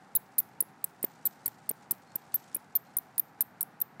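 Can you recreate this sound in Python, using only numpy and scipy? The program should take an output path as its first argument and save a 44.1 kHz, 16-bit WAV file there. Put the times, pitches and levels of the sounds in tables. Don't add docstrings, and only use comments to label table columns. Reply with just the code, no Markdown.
import sys
import numpy as np
from scipy import signal
from scipy.fft import rfft, irfft
from scipy.io import wavfile
from scipy.ndimage import uniform_filter1d

SR = 44100
rng = np.random.default_rng(int(sys.argv[2]) if len(sys.argv) > 2 else 0)


def wav_record(signal):
    frames = np.transpose(np.atleast_2d(signal))
    bounded = np.clip(frames, -1, 1)
    quanta = np.round(bounded * 32767).astype(np.int16)
    wavfile.write(sys.argv[1], SR, quanta)


N = 176400


def diving_whistles():
    # (start [s], length [ms], turn pitch [Hz], end pitch [Hz],
    # attack level [dB], held level [dB], rasp level [dB], puff level [dB])
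    notes = [(0.1514, 16.6, 10240, 15700, -17.5, -19, -38, -41.5),
             (0.3822, 13, 10540, 14650, -16.5, -18, -33.5, -45),
             (0.6045, 8.9, 10850, 11430, -16, -18, -45, -46),
             (0.8415, 6.6, 8370, 8030, -16.5, -29.5, -46, -45),
             (1.0280, 6.7, 9270, 8700, -23, -29.5, -39, -46),
             (1.2535, 16.5, 11330, 13640, -20, -22.5, -50, -40.5),
             (1.4588, 8.6, 10300, 10520, -16.5, -27, -32, -41),
             (1.692, 8.26, 8850, 8840, -17, -26.5, -35.5, -45),
             (1.9094, 11.6, 11370, 13450, -14, -24.5, -32, -40.5),
             (2.1558, 6.5, 12470, 10950, -20.5, -21.5, -45.5, -38),
             (2.3423, 19, 12120, 12850, -16, -23, -50.5, -39.5),
             (2.5458, 9.5, 9980, 11530, -22, -24.5, -39, -45),
             (2.7527, 13.3, 12850, 13460, -17, -19.5, -58.5, -44),
             (2.9676, 9.16, 11060, 9430, -17, -25.5, -58, -44),
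             (3.1798, 8.9, 10600, 9250, -17.5, -27.5, -44.5, -46.5),
             (3.407, 11.4, 11310, 13600, -14, -23.5, -32, -46.5),
             (3.6080, 9.4, 10470, 11200, -19, -26.5, -36, -55),
             (3.8020, 3.9, 11250, 11300, -32, -27, -50.5, -59),
             (3.9985, 8, 10700, 11150, -23.5, -25, -52, -54)]
    # (frequency [Hz], relative level [dB])
    rasp_spectrum = [(60, -50), (500, -12), (1000, -20.5), (2400, -20.5), (3200, -29.5), (4100, -19.5),
                     (4900, -19), (6800, -24), (7900, 1.5), (9000, -4.5), (11000, 6.5), (16000, -29)]
    start_hz, dive_ms, attack_ms = 15570, 5.4, 1.48
    out, ms = np.zeros(N), note_clock()
    for start, length, turn_hz, end_hz, attack_db, held_db, rasp_db, puff_db in notes:
        dive = np.cos(np.pi / 2 * np.clip(ms / dive_ms, 0, 1)) ** 2
        glide = smooth_step((ms - dive_ms) / max(length - dive_ms, 1))
        hz = turn_hz + (start_hz - turn_hz) * dive + (end_hz - turn_hz) * glide
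        level_db = held_db + (attack_db - held_db) * bell(ms - attack_ms, width_ms=1.6)
        tone = whistle(hz) * gain(level_db) * gate(ms, length, attack_ms)
        onset = gain(attack_db - 15) * click(ms - 1.25)
        rasp_at_ms = min(8.6, length - 1)
        rasp = gain(rasp_db) * burst(rasp_spectrum, ms - rasp_at_ms, width_ms=2.53)
        add_note(out, start, crevice(tone + onset + rasp) + gain(puff_db) * air_puff(ms))
    return out


def closing_flicks():
    # (start [s], length [ms], start pitch [Hz], end pitch [Hz], level [dB])
    notes = [(.1690, 3.2, 15500, 13800, -18), (0.4, 2.6, 15500, 13700, -17),
             (0.6244, 2.7, 15180, 13770, -28), (1.0454, 2.9, 15410, 13550, -14.5),
             (1.271, 2.38, 15400, 13600, -14.5), (1.4784, 2.7, 15100, 14000, -19.5),
             (1.7120, 2.5, 15330, 14220, -22.5), (1.9305, 2.3, 15500, 13950, -41.5),
             (2.5660, 3.4, 16200, 14000, -26.5), (2.7670, 5.2, 13700, 13400, -24),
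             (2.9843, 3.6, 15700, 13300, -17.5), (3.1950, 5.1, 14900, 12340, -14),
             (3.4175, 7.6, 14460, 12360, -23), (3.6270, 3.7, 16800, 10200, -22),
             (3.814, 2.7, 15100, 14080, -19), (3.8154, 6.2, 14200, 13600, -16.5)]
    out, ms = np.zeros(N), note_clock()
    for start, length, from_hz, to_hz, db in notes:
        hz = from_hz + (to_hz - from_hz) * np.clip(ms / length, 0, 1) ** 1.4
        tone = whistle(hz) * gate(ms, length, attack_ms=1.8)
        flick = crevice(tone + gain(-26) * click(ms)) + gain(-29) * air_puff(ms)
        add_note(out, start, gain(db) * flick)
    return out


def voice_breaks():
    # (start [s], fundamental [Hz], level of the octave [dB])
    breaks = [(0.1606, 3950, -25.5), (1.2620, 4000, -24.5), (3.4136, 4050, -32)]
    out, ms = np.zeros(N), note_clock()
    for start, hz, db in breaks:
        phase = rough_phase(hz, len(ms))
        tone = np.sin(2 * phase) + gain(-14) * np.sin(phase)
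        add_note(out, start, crevice(gain(db) * tone * gate(ms, length_ms=2.7, attack_ms=1.0)))
    return out


def whistle(hz):
    # (frequency [Hz], relative level [dB])
    hiss_spectrum = [(60, -56.5), (200, -20), (500, -11), (1000, -14), (3000, -23), (4400, -11.5),
                     (6500, -34), (8200, -10), (10500, -8.5), (13000, 1.5), (14500, -3.5), (16000, -16.5)]
    tone = np.sin(rough_phase(hz, len(hz)))
    flutter_db = np.minimum(wander(len(hz), ms=1.3), 1)
    return gain(flutter_db) * (tone + gain(-23.5) * noise(hiss_spectrum, len(hz)))


def rough_phase(hz, size, jitter=0.02):
    return 2 * np.pi * np.cumsum(hz * (1 + jitter * wander(size, ms=0.4))) / SR


def click(ms):
    # (frequency [Hz], relative level [dB])
    spectrum = [(40, -36.5), (150, -10.5), (400, -3.5), (900, -1.5), (2200, -6), (3200, -10.5), (4400, 1),
                (5700, -5.5), (7800, 2), (9400, 15.5), (11500, -5.5), (14000, 3.5), (16000, -7.5)]
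    return burst(spectrum, ms, width_ms=1)


def air_puff(ms):
    # (frequency [Hz], relative level [dB])
    rush_spectrum = [(40, -16), (130, -7.5), (250, -8.5), (520, 12), (900, 4.5), (2000, -1.5), (6000, -13)]
    from_peak_ms = ms - 2.12
    rush = burst(rush_spectrum, from_peak_ms, width_ms=3.9)
    return pulse(from_peak_ms, width_ms=1.003) + gain(-11.5) * rush


def thumps():
    # (time [s], level [dB])
    pops = [(0.6238, -42.5), (1.0424, -26.5), (1.4789, -40.5), (1.7077, -36.5), (1.7123, -35.5),
            (1.9283, -45), (2.5629, -38), (2.5662, -49)]
    # (frequency [Hz], relative level [dB])
    crack_spectrum = [(100, -16), (700, -6), (2500, 5), (5000, -10.5), (16000, -30.5)]
    out, ms = np.zeros(N), note_clock()
    for time, db in pops:
        body = pulse(ms, width_ms=0.73) + 0.66 * pulse(ms, width_ms=0.34)
        crack = gain(-13) * burst(crack_spectrum, ms, width_ms=1)
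        add_note(out, time, crevice(gain(db) * (body + crack)))
    return out


def crevice(x):
    return x + gain(-10.5) * echoes(x, t60_s=0.015)


def echoes(x, t60_s):
    t = np.arange(int(t60_s * SR) + 2) / SR
    response = rng.standard_normal(len(t)) * np.exp(-np.log(1000) * t / t60_s)
    return signal.fftconvolve(x, response / np.linalg.norm(response))[:len(x)]


def far_whistles():
    # (start [s], length [s], start pitch [Hz], end pitch [Hz], level [dB])
    notes = [(2.056, 0.087, 4230, 4400, -69.5), (2.844, 0.1, 4240, 4150, -74)]
    out, t = np.zeros(N), np.arange(N) / SR
    for start, length, from_hz, to_hz, db in notes:
        progress = np.clip((t - start) / length, 0, 1)
        hz = (from_hz + (to_hz - from_hz) * progress) * (1 + 0.00848 * wander(N, ms=4))
        out += gain(db) * np.sin(np.pi * progress) * np.sin(2 * np.pi * np.cumsum(hz) / SR)
    return out + 0.5 * echoes(out, t60_s=0.24)


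def outdoor_rumble():
    # (frequency [Hz], relative level [dB])
    spectrum = [(15, -40.5), (25, -7.5), (49, -25.5), (125, 3.5), (150, 3.5), (243, 1.5), (344, -4),
                (621, -6), (790, 3.5), (1060, -6), (1420, -5), (2020, -11), (3180, -23), (4500, -24.5),
                (10600, -33.5), (13800, -36), (15000, -46.5)]
    return noise(spectrum, N) * gain(-57 + 0.29 * wander(N, ms=85))


def rustle():
    # (frequency [Hz], relative level [dB])
    spectrum = [(300, -23.5), (2000, -5.5), (4300, -2.5), (8000, -3.5), (11000, -14.5), (16000, -34)]
    # (time [s], level [dB])
    envelope = [(0, -78), (.8, -79), (1.12, -70), (1.32, -73.5), (1.5, -69), (1.699, -77), (2.0, -74.5),
                (2.42, -67), (2.7, -77.5), (3.2, -77), (4, -96)]
    level_db = np.interp(np.arange(N) / SR, *np.array(envelope).T)
    return noise(spectrum, N) * gain(level_db + 4 * wander(N, ms=3.9) + 2.2 * wander(N, ms=25))


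def gain(db):
    return 10 ** (np.asarray(db) / 20)


def unit_rms(x):
    return x / np.sqrt(np.mean(x ** 2))


def noise(spectrum, size):
    hz, db = np.array(spectrum, float).T
    bin_hz = np.maximum(np.fft.rfftfreq(size, 1 / SR), 1)
    colour = gain(np.interp(np.log(bin_hz), np.log(hz), db))
    return unit_rms(irfft(rfft(rng.standard_normal(size)) * colour, size))


def wander(size, ms):
    span = max(int(ms * SR / 1000), 1)
    return unit_rms(uniform_filter1d(uniform_filter1d(rng.standard_normal(size), span), span))


def bell(ms, width_ms):
    return np.exp(-0.5 * (ms / width_ms) ** 2)


def burst(spectrum, ms, width_ms):
    return bell(ms, width_ms) * noise(spectrum, len(ms))


def pulse(ms, width_ms):
    return (1 - (ms / width_ms) ** 2) * bell(ms, width_ms)


def smooth_step(progress):
    return np.sin(np.pi / 2 * np.clip(progress, 0, 1)) ** 2


def gate(ms, length_ms, attack_ms, release_ms=2.6):
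    return smooth_step(ms / attack_ms) * smooth_step(0.5 + (length_ms - ms) / release_ms)


def note_clock():
    return np.arange(-512, 2560) * 1000 / SR


def add_note(out, start_s, note):
    first = int(start_s * SR + note_clock()[0] * SR / 1000)
    part = note[:max(len(out) - first, 0)]
    out[first:first + len(part)] += part


def scene():
    voice = diving_whistles() + closing_flicks() + voice_breaks()
    outdoor_echo = gain(-30) * echoes(voice, t60_s=0.25)
    return (voice + outdoor_echo + thumps() + far_whistles() + outdoor_rumble() + rustle())[None]


def record(dry):
    bass_hz, top_hz = 60, 15800
    thinned = signal.sosfilt(signal.butter(1, bass_hz, "high", fs=SR, output="sos"), dry)
    return signal.sosfilt(signal.ellip(8, 0.2, 70, top_hz, fs=SR, output="sos"), thinned)


dry = scene()
out = record(dry)
wav_record(out)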